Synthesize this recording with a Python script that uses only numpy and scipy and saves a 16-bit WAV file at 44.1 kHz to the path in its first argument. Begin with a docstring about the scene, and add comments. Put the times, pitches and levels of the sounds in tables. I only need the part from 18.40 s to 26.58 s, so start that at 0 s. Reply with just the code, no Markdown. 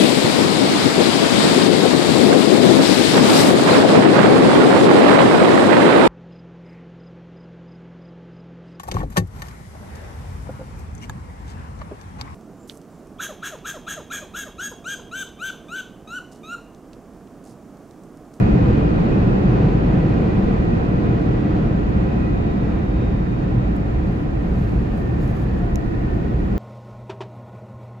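"""A buffeting roar comes first: a dryer's air jet on a closed car in a wash bay, heard by stereo microphones
on the dashboard. Jet and bay are coloured noise (turbulence) filtered by cabin resonances; the jet fades as
the gantry moves away over the roof while the bay keeps roaring. Noise bands swell and fade within the roar,
some sliding in pitch; narrow noise bands and a wavering sine are fan and motor tones. Close by, mostly late
on, grainy noise and slip pulses rustle, and damped modes with noise bursts tick."""
import sys
import numpy as np
from scipy import signal
from scipy.fft import rfft, irfft, next_fast_len
from scipy.io import wavfile
from scipy.ndimage import uniform_filter1d

SR = 44100
rng = np.random.default_rng(int(sys.argv[2]) if len(sys.argv) > 2 else 0)


def master(y):
    """Save y as 16-bit WAV."""
    cut = np.clip(np.atleast_2d(y).T, -1, 1)
    pcm = np.round(cut * 32767)  # scale
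    wavfile.write(sys.argv[1], SR, pcm.astype(np.int16))


N = 360738  # length in samples
FFT_N = next_fast_len(N)


def undb(db):
    """Level to amplitude: 20 dB is a factor of ten."""
    return 10 ** (np.asarray(db) / 20)


def seconds():
    """Sampling principle: sample n lies at n / SR seconds."""
    return np.arange(N) / SR


def bins():
    """Discrete Fourier analysis: spectrum lines one bin apart, counted from the first bin above zero."""
    return np.arange(1, FFT_N // 2 + 2) * SR / FFT_N


def colour(points):
    """Spectral envelope: dB at each line, interpolated over log frequency."""
    hz, db = np.transpose(points)
    return np.interp(np.log(bins()), np.log(np.maximum(hz, 1)), db)


def shaped(x, db):
    """Linear filtering: multiply the spectrum of x by a gain in dB at each line."""
    spectrum = rfft(x, FFT_N) * undb(db)
    return irfft(spectrum, FFT_N)[..., :N]


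def noise(db):
    """Coloured random noise: filtered white noise, brought to rms 1."""
    x = shaped(rng.standard_normal(N), db)
    return x / np.std(x)


def walk(rate):
    """Slow random modulation: levels held 1 / rate s and smoothed twice; spread near 1."""
    k = int(SR / rate)
    steps = np.repeat(rng.standard_normal(N // k + 1), k)
    smooth = uniform_filter1d(uniform_filter1d(steps, k), k)
    return 1.3 * smooth[:N]


def peak(hz, width):
    """Resonance: Lorentzian power response, 1 at its centre."""
    return 1 / (1 + (2 * (bins() - hz) / width) ** 2)


def sides(x, pan_db):
    """Interchannel level difference: left is pan_db above right."""
    return x * undb(np.array([[pan_db], [-pan_db]]) / 2)


def bell(middle, half):
    """Gaussian envelope: 1 at the middle, 1/e at half s to either side."""
    return np.exp(-((seconds() - middle) / half) ** 2)


def stroke(start, hold, edge):
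    """Held envelope: 1 while held, with Gaussian edges before and after."""
    t = seconds()
    outside = np.maximum(np.maximum(start - t, t - start - hold), 0)
    return np.exp(-(outside / edge) ** 2)


WAVER_WIDTHS, WAVER_PER_S = .28, 6  # centre wanders by a share of the width
FLICKER_DB, FLICKER_PER_S = 2.2, 9


def band(hz, width, glide=0, middle=0):
    """Narrow-band noise: its analytic signal is shifted in frequency, its level flickers; rms near 1."""
    shift_hz = glide * (seconds() - middle) + WAVER_WIDTHS * width * walk(WAVER_PER_S)
    ring = signal.hilbert(noise(20 * np.log10(peak(hz, width))), FFT_N)[:N]
    shifted = (ring * np.exp(2j * np.pi * np.cumsum(shift_hz) / SR)).real
    return shifted * undb(FLICKER_DB * walk(FLICKER_PER_S))


# cabin resonances, negative lifts being dips:
# f/Hz, width/Hz, lift of the shared part/dB, lift of the opposite part/dB
CABIN_MODES = [(58.4, 26, 4.5, 3.5), (121.3, 20, 7.5, 1.5), (176, 39, 2, -1), (317, 62, 4.5, 1.5),
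               (413, 34, 1.5, 0), (525, 51, -0.5, 2.5), (753, 100, 5, 0.5), (800, 45, 0.5, 5),
               (1007, 52, 5, 2), (1340, 360, 3.5, 1.5), (1400, 60, -2, 3.5), (1790, 52, 3.5, 0.5),
               (1920, 61, 4, 2.5), (2483, 220, 4.5, 6), (91, 13, -1, -0.5), (144, 14, -1, 0),
               (262.5, 20, -3.5, -2), (289.5, 20, 3, -0.5), (640, 43, -1, 0.5), (2790, 140, 2, 0.5),
               (1750, 54, -3, 1), (2180, 130, -2, -4), (2560, 81, 0.5, -5), (4260, 1500, 3, 1.5),
               (7040, 1800, 4.5, -5.5)]


def cabin():
    """Room modes: even and odd modes lift or lower the spectrum around each resonance."""
    return sum(np.array([[even], [odd]]) * peak(hz, width) for hz, width, even, odd in CABIN_MODES)


def roar(mid, side, side_db, gust_db, modes):
    """Turbulence in an enclosure: even modes reach both microphones alike, odd ones with opposite sign."""
    alike = noise(colour(mid) + modes[0]) * undb(gust_db * walk(9))
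    opposite = noise(colour(side) + modes[1]) * undb(side_db + gust_db * walk(8.8))
    return np.array([alike + opposite, alike - opposite])


# noise spectrum of the jet, shared by both microphones: f/Hz, relative density/dB
JET_SHARED = [(40, -17), (90, -8), (200, -1.5), (270, -10), (500, -17), (650, -24), (1100, -34),
              (2200, -40), (3200, -47), (5000, -58.5), (7500, -70.5), (8500, -74.5), (16000, -94)]
# noise spectrum of the jet, opposite in sign at the two microphones: f/Hz, relative density/dB
JET_OPPOSITE = [(40, -23), (100, -9.5), (200, -8), (270, 0), (500, -8.5), (1000, -15.5), (2000, -25.5),
                (3200, -36.5), (5000, -46.5), (7500, -51), (8500, -65), (16000, -74.5)]
JET_DB, JET_FAR_DB, JET_OPPOSITE_DB = -16.5, -23.5, -8  # overhead; far; opposite part re shared part
JET_LEAVES_S, JET_FADE_DB_PER_S = 1.34, 1.5
JET_GUST_DB = 0.73


def jet(modes):
    """Jet noise and distance: gusting turbulence, steady overhead, then fading until it is far."""
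    fade_db = JET_FADE_DB_PER_S * (seconds() - JET_LEAVES_S)
    jet_db = np.clip(JET_DB - fade_db, JET_FAR_DB, JET_DB)
    return undb(jet_db) * roar(JET_SHARED, JET_OPPOSITE, JET_OPPOSITE_DB, JET_GUST_DB, modes)


# noise spectrum of the bay, shared by both microphones: f/Hz, relative density/dB
BAY_SHARED = [(15, -27), (25, -5.5), (45, 2.5), (90, -4.5), (200, -12.5), (270, -17), (500, -32),
              (650, -36), (1100, -40.5), (2200, -42.5), (3200, -60.5), (5000, -61.5), (7500, -68.5),
              (8500, -79.5)]
# noise spectrum of the bay, opposite in sign at the two microphones: f/Hz, relative density/dB
BAY_OPPOSITE = [(15, -29), (30, -8.5), (60, -1.5), (100, -10), (200, -2.5), (270, -3), (500, -10),
                (1000, -21), (2000, -24), (3200, -36.5), (5000, -45.5), (7500, -43), (8500, -62)]
BAY_DB, BAY_OPPOSITE_DB, BAY_GUST_DB = -21.5, -12.5, 0.19
BAY_EARLY_DB, BAY_SETTLE_S = 7.5, 0.16  # louder at first, by this much


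def bay(modes):
    """Background turbulence: a nearly steady roar whose level settles exponentially."""
    bay_db = BAY_DB + BAY_EARLY_DB * np.exp(-seconds() / BAY_SETTLE_S)
    return undb(bay_db) * roar(BAY_SHARED, BAY_OPPOSITE, BAY_OPPOSITE_DB, BAY_GUST_DB, modes)


# stereo balance of the roar: f/Hz, left minus right/dB
ROAR_LEAN = [(60, -0.5), (220, 0.5), (320, -5), (530, 2), (820, 0.6), (1260, -0.1), (1950, -4), (2500, 0.5),
             (3200, -0.7), (4500, -4.5), (7000, -4), (8500, -2)]


def lean(air):
    """Frequency-dependent level difference: half the lean is added left and taken away right."""
    return shaped(air, colour(ROAR_LEAN) * np.array([[.5], [-.5]]))


# noise bands that swell and fade within the roar, some sliding in pitch:
# f/Hz, width/Hz, glide/(Hz/s), middle t/s, half length/s, level before flicker/dB, left minus right/dB
SWELLING_BANDS = [(2517, 100, -30.5, .2, 1.1, -52, 1.5), (2460, 110, -20, 2.4, 1.1, -58, 2.5),
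                  (2530, 96, -26, 3.85, 0.26, -53, -1), (2400, 130, -39.5, 4.6, .7, -60, 2),
                  (480, 70, -10, 1.2, 1.8, -38.5, 3.5), (296, 50, 0, 1.1, 0.8, -31, -1.5),
                  (315.5, 46, 0.5, 2.915, 0.46, -30, -5), (193, 45, -0.5, 4.34, 0.45, -30.5, -2.5),
                  (980, 84, 0, 5.2, 0.72, -58.5, -0.5), (744, 60, -0.5, 5.3, 0.85, -54, -3.5),
                  (1960, 55, 1.5, 3, 2, -57, -2.5), (1820, 130, -10, 5.6, 0.95, -57, -1),
                  (1750, 130, 29.5, 6.95, 0.54, -53, -8.5), (1895, 110, 60, 7.8, 0.8, -53, -1),
                  (1467, 45, 0.5, 7.7, 0.5, -54, -2.5), (1143, 60, 0, 6.9, 0.54, -55.5, -3.5),
                  (724, 70.8, -0.5, 7.5, 0.65, -46, -3), (195, 65, 1, 8.2, 0.52, -32, -1),
                  (342, 98, 0.5, 7.63, 0.48, -37, -1), (58, 26.8, 0.5, 8, 0.53, -28.5, 1)]


def swells():
    """Amplitude-modulated narrow-band noise: bands rise and fall along bell curves, some sliding in pitch."""
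    out = 0
    for hz, width, glide, middle, half, db, pan in SWELLING_BANDS:
        swell = bell(middle, half) * band(hz, width, glide, middle)
        out = out + sides(undb(db) * swell, pan)
    return out


# fan and motor tones: f/Hz, width/Hz, level before flicker/dB, left minus right/dB
FAN_TONES = [(692.5, 16, -49.5, -4.5), (1794, 32, -65, -8)]
# course of the whine: t/s, level before flutter/dB
WHINE_COURSE = [(0, -76), (3.75, -75), (4.02, -65.5), (4.3, -66), (4.65, -63), (4.95, -66), (5.25, -69),
                (5.45, -74), (5.9, -76), (8.2, -78)]
WHINE_HZ = 3723


def fans():
    """Rotating-machine tones: narrow noise bands waver; a steadier frequency-modulated whine swells for a while."""
    tones = sum(sides(undb(db) * band(hz, width), pan) for hz, width, db, pan in FAN_TONES)
    whine_db = np.interp(seconds(), *np.transpose(WHINE_COURSE))
    phase = 2 * np.pi * np.cumsum(WHINE_HZ + 2 * walk(20)) / SR
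    flutter_db = 2.3 * walk(60) - .2
    whine = np.sqrt(2) * np.sin(phase) * undb(whine_db + flutter_db)  # sqrt(2): unit-rms sine
    return tones + sides(whine, -10.0)


# friction noise spectrum: f/Hz, relative density/dB
RUB_COLOUR = [(2000, -25), (4300, 0), (7000, -1), (8500, -6), (11000, -1), (13500, -3), (15500, -2)]
# strokes of rustling: start t/s, hold/s, rise and fall/s, relative level/dB
RUB_STROKES = [(1.4, .8, .25, -80), (5.74, .04, .06, -72), (6.1, .12, .17, -72.5), (6.57, .035, .015, -71),
               (6.81, .095, .018, -67), (6.955, .075, .018, -68.5)]
RUSTLE_BED_DB, RUSTLE_FROM_S = -74.5, 6.2  # relative level of a faint rustle between the late strokes
CREAK_S, CREAK_HOLD_S = 6.82, .045  # inside the loudest stroke
CREAK_PER_S, CREAK_DB = 520, -67


def creak():
    """Stick-slip: nearly periodic slip pulses make a brief buzz."""
    slip_count = np.floor(np.cumsum(CREAK_PER_S * (1 + .004 * walk(100))) / SR)
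    buzz = shaped(np.diff(slip_count, prepend=0), colour(RUB_COLOUR))
    buzz = buzz / np.std(buzz)
    return sides(undb(CREAK_DB) * stroke(CREAK_S, CREAK_HOLD_S, .01) * buzz, -1.5)


def rustle():
    """Friction noise: soft grains near the microphones, partly shared, with bands that come in patches."""
    rub = sum(undb(db) * stroke(start, hold, edge) for start, hold, edge, db in RUB_STROKES)
    rub = rub + undb(RUSTLE_BED_DB) * stroke(RUSTLE_FROM_S, N / SR, .1)
    spectrum_db = colour(RUB_COLOUR)
    out = 0
    for hz in (4500, 7000, 10500, 14000):
        band_db = spectrum_db + 20 * np.log10(peak(hz, hz / 2))
        shared, left, right = (noise(band_db) for _ in range(3))
        centre_db = spectrum_db[int(hz * FFT_N / SR)]
        patch = undb(centre_db - 4 + 1.2 * walk(30))
        out = out + patch * (sides(shared, -1.5) + 0.7 * np.array([left, right]))
    grain_db = 2.2 * walk(450)
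    return rub * undb(grain_db) * out + creak()


# ticks: t/s, peak level before panning/dB, left minus right/dB, crack over ring/dB
TICK_EVENTS = [(3.4885, -52, -5, 8), (5.3637, -47, -2, 8), (5.671, -57, -3, 6), (6.575, -50, -3, 3),
               (6.8994, -53, 0, 3), (7.1866, -53, -3, 8), (7.2578, -53, -7, 8), (7.3565, -30.5, -14, -10)]
# damped modes of a tick: f/Hz, relative level/dB, 60 dB decay time/s
DAMPED_MODES = [(2500, -14, .005), (3900, -9, .004), (5600, -3, .0035), (6700, -1, .0035), (9700, -6, .003),
                (11200, -6, .003), (12500, -10, .003), (14700, -13, .003)]
# crack noise spectrum: f/Hz, relative density/dB
CRACK_SPECTRUM = [(1500, -29.5), (4000, -3), (8000, 3), (12000, -1), (16000, -4)]
CRACK_T60_S, CONTACT_S = 0.0029, .0014
SNAP = 8  # height of the crack's sharp edge against its noise's rms


def ticks():
    """Impact excitation: damped modes and a broad crack, with mode phases drawn anew for each tick."""
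    out, t = np.zeros((2, N)), np.arange(800) / SR
    turns = rng.random((len(TICK_EVENTS), len(DAMPED_MODES)))
    cracks = noise(colour(CRACK_SPECTRUM))
    snap = np.roll(irfft(undb(colour(CRACK_SPECTRUM))), 66)[:len(t)]  # sharp edge as the contact closes
    snap = SNAP * snap / snap.max()
    crack_decay = np.exp(-np.log(1000) * t / CRACK_T60_S)
    contact = np.minimum(t / CONTACT_S, 1) ** 6  # builds up over about a millisecond
    for (start, db, pan, crack_db), phases in zip(TICK_EVENTS, turns):
        i = int(start * SR)
        hit = 0
        for (hz, mode_db, t60), turn in zip(DAMPED_MODES, phases):
            decay = np.exp(-np.log(1000) * t / t60)
            hit = hit + undb(mode_db) * np.sin(2 * np.pi * (hz * t + turn)) * decay
        hit = hit + undb(crack_db) * (cracks[i:i + len(t)] + snap) * crack_decay
        hit = hit * contact
        # peak taken as that of a sine with the greatest short-term power
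        height = np.sqrt(2 * np.max(uniform_filter1d(hit ** 2, size=40)))
        out[:, i:i + len(t)] += sides(undb(db) * hit / height, pan)
    return out


def scene():
    """Superposition: jet and bay share the cabin modes and the lean; the other sounds lie on top."""
    modes = cabin()
    air = lean(jet(modes) + bay(modes))
    return air + swells() + fans() + rustle() + ticks()


HISS_DB, TOP_HZ = -69.5, 15780


def record(dry):
    """Self-noise and band limiting: the microphones hiss faintly and the recorder cuts the top."""
    hiss = undb(HISS_DB) * rng.standard_normal(dry.shape)
    low_pass = signal.ellip(10, .2, 80, TOP_HZ, fs=SR, output="sos")  # ripple .2 dB, stopband -80 dB
    return signal.sosfilt(low_pass, dry + hiss)


dry = scene()
out = record(dry)
master(out)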